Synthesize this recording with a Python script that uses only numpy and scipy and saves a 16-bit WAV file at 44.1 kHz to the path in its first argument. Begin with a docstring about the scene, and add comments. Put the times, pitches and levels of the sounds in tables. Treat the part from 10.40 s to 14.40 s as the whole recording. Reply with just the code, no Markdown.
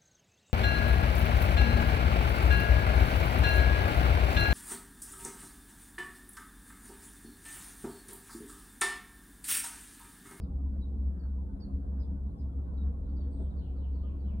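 """Cable car cabin over a forest.

The running rope forces the cabin to drone and keeps its resonances ringing. Air rushes softly past
the shell, which knocks, scrapes and rattles a little and takes one heavier bump.
Outside, a near bird repeats short falling chips, a farther one joins with slurred notes, and a third
gives one thin whistle. The trees scatter these calls, along with a faint distant twitter."""
import sys
import numpy as np
from scipy import signal
from scipy.io import wavfile

SR = 44100
rng = np.random.default_rng(int(sys.argv[2]) if len(sys.argv) > 2 else 0)


def wrap_up_sound(samples):
    """Save the sound to the file named by the first command line argument, as 16-bit audio."""
    columns = np.atleast_2d(samples).T
    # keep every value between -1 and 1, then stretch to whole-number steps
    tamed = np.clip(columns, -1, 1)
    steps = np.round(tamed * 32767).astype(np.int16)
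    wavfile.write(sys.argv[1], SR, steps)


N = 176400
TIME = np.arange(N) / SR
WARBLE_PER_S = 220  # pace of the pitch jitter in every bird's voice


def from_db(db):
    """Amplitude ratio of a level in decibels."""
    return 10 ** (np.asarray(db) / 20)


def rms_one(x):
    """Normalisation to unit root-mean-square amplitude."""
    return x / np.sqrt(np.mean(x ** 2) + 1e-30)


def at_hz(points, hz):
    """Interpolation of a spectrum along a logarithmic frequency axis."""
    frequencies, db = np.transpose(points)
    return np.interp(np.log(hz), np.log(frequencies), db)


def stereo(mid, side):
    """Sum and difference of mid and side give left and right."""
    return np.array([mid + side, mid - side])


def drift(rate):
    """Low-passed noise gives a smooth random motion of unit rms, quicker at a higher rate."""
    step, settle = 40, 2000
    pole = np.exp(-2 * np.pi * rate * step / SR)
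    slow = signal.lfilter([1], [1, -2 * pole, pole ** 2], rng.standard_normal(N // step + settle + 2))
    slow = rms_one(slow[settle:])
    return np.interp(np.arange(N) / step, np.arange(len(slow)), slow)


def resonate(force, hz, radius):
    """Response of two equal damped resonators in series; a pole radius nearer 1 rings longer."""
    section = [1 - radius, 0, radius - 1, 1, -2 * radius * np.cos(2 * np.pi * hz / SR), radius ** 2]
    return signal.sosfilt([section, section], force)


def resonant_noise(hz, width_hz):
    """Steady-state response of a resonance to a random force, at unit rms."""
    radius = np.exp(-np.pi * width_hz / SR)
    return rms_one(resonate(rng.standard_normal(N + SR), hz, radius)[SR:])


def ringing_modes(modes, side_db):
    """Superposition of randomly driven modes, each differing a little between the ears."""
    return sum(from_db(db) * stereo(resonant_noise(hz, width),
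                                    from_db(side_db) * resonant_noise(hz, width))
               for hz, width, db in modes)


def tone(hz):
    """A sine of unit rms whose phase is the integral of its frequency."""
    return np.sqrt(2) * np.sin(2 * np.pi * np.cumsum(hz) / SR)


def note_envelope(t, length, attack_s, release_s):
    """Amplitude envelope with a rounded attack, a hold and a rounded release."""
    rise = np.sin(np.pi / 2 * np.clip(t / attack_s, 0, 1))
    fall = np.sin(np.pi / 2 * np.clip((length - t) / release_s, 0, 1)) ** 2
    return rise * fall


def add(out, start, sound):
    """Superposition of a sound on a channel from its start time."""
    i = max(int(start * SR), 0)
    out[i:i + len(sound)] += sound[:max(N - i, 0)]


def drone():
    """Forced vibration: the rope drives the cabin at one low pitch that swells and sinks."""
    # swell of the drone: (time [s], relative level [dB])
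    swell = [(0.0, -44), (0.29, -29), (0.48, -37.5), (0.68, -27.5), (0.77, -39.5), (0.96, -31), (1.26, -47),
             (1.3, -34.5), (1.87, -34.5), (1.92, -56.5), (2.05, -33.5), (2.25, -34), (2.32, -47),
             (2.37, -29), (2.63, -34.5), (2.68, -62), (2.74, -34.5), (4.0, -34.5)]
    level_db = np.interp(TIME, *np.transpose(swell))
    pitch_hz = 67.9 + .4 * drift(2.3)
    ear_db = [[-.1], [-.9]]
    return from_db(level_db) * tone(pitch_hz) * from_db(ear_db)


def cabin():
    """Resonance: random shaking by the rope keeps the cabin's modes ringing."""
    # booms either side of the drone, beating against it: (frequency [Hz], bandwidth [Hz], level [dB])
    booms = [(64.5, 4, -47), (74.5, 4, -46)]
    # modes of the cabin: (frequency [Hz], bandwidth [Hz], level [dB])
    modes = [(33.6, 8.4, -50.5), (50.8, 21, -43.5), (89.2, 21, -54.5), (114.9, 15, -57.5),
             (134.85, 1.3, -57), (164.9, 10, -61), (171.54, 8, -54), (194.34, 11, -52), (204.66, 3.7, -58),
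             (216.73, 8, -53.5), (262.9, 10, -55.5), (279.1, 8, -56.5), (327.5, 7.5, -68.5),
             (359.5, 19, -65.5), (441.7, 10, -75.5), (482.5, 47, -73.5), (662.6, 71, -75.5),
             (825, 26, -84.5), (1054, 47, -88.5), (1347, 13, -93), (1547, 36, -101.5)]
    # strength of the shaking: (time [s], relative level [dB])
    shake_level = [(0, 0.5), (.7, -1.3), (.85, -3.5), (1.1, -1), (1.3, 0), (2.05, 0), (2.4, -1), (3.2, 1),
                   (3.45, -2), (3.9, 0)]
    shaking = from_db(np.interp(TIME, *np.transpose(shake_level)))
    return shaking * ringing_modes(booms + modes, side_db=-19)


def soft_rush():
    """Amplitude modulation: narrow noise bands flicker separately in level, patchiest around 1-2 kHz."""
    # spectrum common to both ears: (frequency [Hz], spectral density [dB re 1/Hz])
    mid_spectrum = [(15, -94.5), (30, -72.5), (80, -70.5), (150, -81), (240, -80.5), (300, -83),
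                    (450, -86.5), (680, -99), (800, -100.7), (1000, -101.5), (1400, -113), (2000, -129),
                    (2600, -128), (4200, -127), (5800, -137), (8500, -124), (12000, -135), (14500, -131.5)]
    # spectrum differing between the ears: (frequency [Hz], spectral density [dB re 1/Hz])
    side_spectrum = [(15, -97), (50, -69.5), (130, -88), (300, -92.5), (480, -90), (900, -96), (1300, -104),
                     (2000, -120), (4200, -121), (5800, -128), (8500, -139), (11000, -125), (14000, -138)]
    # flicker of each band's level: (frequency [Hz], rms depth [dB])
    flicker_depth = [(300, 1.4), (600, 2.6), (1700, 3.6), (2500, 2)]
    # swell shared by the flickering bands: (time [s], relative level [dB])
    swell = [(0, 0), (.3, -3), (.45, -2.8), (.55, -1), (.8, -1.3), (1.0, -2.8), (1.2, -.5), (1.6, 0),
             (1.8, .3), (1.97, -2), (2.1, -1), (2.22, 1.8), (2.7, .2), (2.9, .8), (3.25, .7), (3.6, .7),
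             (3.9, 1.8)]
    edges_hz = np.r_[16 * 2 ** (np.arange(15) / 3), 512 * 2 ** (np.arange(16) / 8),
                     2048 * 2 ** (np.arange(10) / 3)]
    white = rng.standard_normal((2, 2, N)) * np.sqrt(SR / 2)  # unit power per hertz
    swell_db = np.interp(TIME, *np.transpose(swell)) + .4 * drift(12)
    out = np.zeros((2, N))
    for k, (low, high) in enumerate(zip(edges_hz, edges_hz[1:])):
        band = signal.butter(2, [low, high], "band", fs=SR, output="sos")
        mid, side = signal.sosfilt(band, white[k % 2])  # adjacent bands are uncorrelated
        hz = np.sqrt(low * high)
        flicker_db = at_hz(flicker_depth, hz) * drift(10)
        gain = from_db(swell_db + flicker_db) if hz < 3000 else 1  # the top hiss is steady
        out += gain * stereo(from_db(at_hz(mid_spectrum, hz)) * mid,
                             from_db(at_hz(side_spectrum, hz)) * side)
    return out


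def bump():
    """Impact excitation: one padded blow rings the shell's low modes, and damping stills them."""
    # modes of the shell: (frequency [Hz], bandwidth [Hz], level [dB])
    modes = [(194, 18, -44), (354, 50, -54), (386, 50, -56), (484, 70, -55), (630, 90, -57),
             (850, 200, -67)]
    start_s, attack_s, t60_s = 2.987, .02, .25
    t = np.maximum(TIME - start_s, 0)
    envelope = np.minimum(t / attack_s, 1) * from_db(-60 * np.maximum(t - attack_s, 0) / t60_s)
    return envelope * ringing_modes(modes, side_db=-5)


def knocks():
    """Heavy damping: each knock on the shell is a dull, brief shudder in one broad resonance."""
    # soft knocks: (time [s], level [dB], centre frequency [Hz])
    blows = [(.35, -72, 1400), (.838, -68, 1000), (1.19, -66, 900), (1.595, -63, 800), (2.25, -56, 480),
             (2.455, -64, 950), (2.8, -66, 950)]
    attack_s, decay_s = .012, .03
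    out = np.zeros((2, N))
    for start, db, hz in blows:
        t = np.maximum(TIME - start, 0)
        envelope = np.minimum(t / attack_s, 1) * np.exp(-t / decay_s)
        shudder = np.array([resonant_noise(hz, width_hz=.55 * hz) for ear in range(2)])
        out += from_db(db) * envelope * shudder
    return out


def rattle():
    """Impulse response: tiny random taps ring loose panels briefly, the higher ones more faintly."""
    low_hz, high_hz, taps_per_s, t60_s = 480, 1500, 6, .075
    lowest_panel_db, db_per_octave = -71, -9.5
    radius = from_db(-60 / (t60_s * SR))
    out = np.zeros((2, N))
    for hz in np.geomspace(low_hz, high_hz, 12):
        taps = (rng.random((2, N)) < taps_per_s / SR) * rng.standard_normal((2, N))
        taps += 1e-18 * rng.standard_normal(N)  # keeps the decays from underflowing
        ring = rms_one(resonate(taps, hz, radius))
        out += from_db(lowest_panel_db + db_per_octave * np.log2(hz / low_hz)) * ring
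    return out


def scrapes():
    """Friction: soft, uneven rubs swell in the upper panel resonances and stop quickly."""
    # rubs on the shell: (time [s], duration [s], level [dB])
    rubs = [(.68, .2, -74), (1.06, .05, -76), (1.12, .18, -77.5), (1.34, .29, -78), (2.39, .13, -75.5),
            (2.8, .13, -79)]
    # panel resonances: (frequency [Hz], bandwidth [Hz], relative level [dB])
    modes = [(1200, 70, -3), (1330, 110, 1), (1580, 70, -2), (1680, 70, -3.5), (1820, 80, -8)]
    pressure = sum(from_db(db) * note_envelope(TIME - start, length, attack_s=.7 * length, release_s=.03)
                   for start, length, db in rubs)
    ring = sum(from_db(db) * np.array([resonant_noise(hz, width) for ear in range(2)])
               for hz, width, db in modes)
    roughness_db = 2.5 * drift(40)
    return pressure * from_db(roughness_db) * rms_one(ring)


def near_bird():
    """Frequency modulation: each chip dives onto a sagging pitch, and most drop again as they fade."""
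    # chips: (time [s], duration [s], held pitch [Hz], final drop [Hz], delay of the drop [s],
    # level [dB], left minus right [dB])
    chips = [(.001, .068, 4920, 1200, .027, -75, 0), (.402, .074, 3940, 130, .046, -75, -1.5),
             (.787, .066, 4490, 20, .056, -76.5, -4.5), (1.197, .068, 4560, 290, .04, -68, -7),
             (1.587, .07, 5020, 1450, .034, -73.5, -5.5), (1.976, .068, 5040, 1450, .027, -77, -1),
             (2.364, .084, 3920, 110, .056, -74.5, -3), (2.672, .05, 4540, 30, .05, -85, -2),
             (2.757, .115, 4600, 0, .04, -73.5, -4.5), (3.097, .042, 3760, 60, .035, -78, 0)]
    top_hz, dive_s, dive_loss_db = 5800, .017, 15
    drop_s, drop_loss_db = .024, 7.5
    sag_hz_per_s, warble_hz = 2400, 35
    right_ear_lag_s, echo_db = .00007, -5.3
    direct = np.zeros((2, N))
    for start, length, hz, drop_hz, drop_after, db, pan_db in chips:
        t = TIME[:int(length * SR)]
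        dive = np.clip(1 - t / dive_s, 0, 1) ** 1.7
        dropped = np.sin(np.pi / 2 * np.clip((t - drop_after) / drop_s, 0, 1))
        pitch = hz + (top_hz - hz) * dive - sag_hz_per_s * t - drop_hz * dropped
        pitch += warble_hz * drift(WARBLE_PER_S)[:len(t)]
        amplitude = from_db(db - dive_loss_db * dive - drop_loss_db * dropped)
        chip = amplitude * note_envelope(t, length, attack_s=.005, release_s=.018) * tone(pitch)
        add(direct[0], start, chip * from_db(pan_db / 2))
        add(direct[1], start + right_ear_lag_s, chip * from_db(-pan_db / 2))
    reflected = np.array([echoes(direct[ear], scatter_db=-12)[ear] for ear in range(2)])
    return direct + from_db(echo_db) * reflected


def glides(notes, warble_hz):
    """Linear frequency sweeps with a random warble make a bird's whistled notes."""
    out = np.zeros(N)
    for start, length, from_hz, to_hz, db in notes:
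        t = TIME[:int(length * SR)]
        pitch = from_hz + (to_hz - from_hz) * t / length + warble_hz * drift(WARBLE_PER_S)[:len(t)]
        envelope = note_envelope(t, length, attack_s=.012, release_s=.025)
        add(out, start, from_db(db) * envelope * tone(pitch))
    return out


def far_birds():
    """Direct-to-reverberant ratio: a far slurred song is mostly echo, a thin whistle mostly direct."""
    # slurred notes: (time [s], duration [s], start pitch [Hz], end pitch [Hz], level [dB])
    slurs = [(.001, 0.026, 2546, 2850, -76.5), (2.62, .12, 3900, 3270, -85),
             (2.77, 0.086, 3900, 3100, -78.5), (2.91, .07, 4450, 4300, -80), (2.95, .13, 3800, 3200, -78.5),
             (3.16, .065, 4550, 3750, -73), (3.205, 0.1, 3450, 2550, -74.8), (3.36, .06, 4450, 3600, -76.5),
             (3.415, .07, 3450, 2650, -74.5), (3.52, 0.1, 4700, 3700, -78), (3.625, .1, 3400, 2300, -74.8),
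             (3.785, 0.065, 4850, 3500, -78.5), (3.85, 0.11, 3300, 2150, -74.3)]
    # the whistle and its faint tail, in the same columns
    whistle_parts = [(2.905, .165, 8600, 7970, -83.5), (3.07, 0.13, 8000, 7670, -98)]
    song = glides(slurs, warble_hz=270)
    whistle = glides(whistle_parts, warble_hz=90)
    return (from_db(-13) * song + from_db(-4) * echoes(song, scatter_db=5)
            + whistle + from_db(-6) * echoes(whistle, scatter_db=-12))


def twitter():
    """Diffuse sound: many faint notes from deep in the forest arrive only as echo."""
    count, length_s, low_hz, high_hz = 60, .04, 2500, 4700
    loudest_db, spread_db = -91, 7.5
    notes = []
    for when, height, distance in rng.random((count, 3)):
        hz = low_hz + height * (high_hz - low_hz)
        notes.append((when * N / SR, length_s, hz, .95 * hz, loudest_db - spread_db * distance))
    return echoes(glides(notes, warble_hz=90), scatter_db=-12)


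def echoes(call, scatter_db):
    """Reverberation: quick cabin reflections and, at scatter_db relative to them, scatter from trees."""
    cabin_t60_s, forest_t60_s, side_db = .15, .85, 3
    t = TIME[:SR]
    cabin_decay = rms_one(from_db(-60 * t / cabin_t60_s))
    forest_decay = rms_one(from_db(-60 * t / forest_t60_s))
    decay = rms_one(cabin_decay + from_db(scatter_db) * forest_decay)
    response = rng.standard_normal((2, SR)) * decay / np.sqrt(SR)
    mid, side = signal.fftconvolve(np.atleast_2d(call), response, axes=1)[:, :N]
    return stereo(mid, from_db(side_db) * side)


def scene():
    """Superposition: the pressures from cabin, air and birds add at each ear."""
    return (drone() + cabin() + soft_rush() + knocks() + bump() + scrapes()
            + near_bird() + far_birds() + twitter() + rattle())


def record(dry):
    """Low-pass filtering cuts the highest treble steeply."""
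    stop_hz, stop_db = 15400, 60
    return signal.sosfilt(signal.cheby2(14, stop_db, stop_hz, fs=SR, output="sos"), dry)


dry = scene()
out = record(dry)
wrap_up_sound(out)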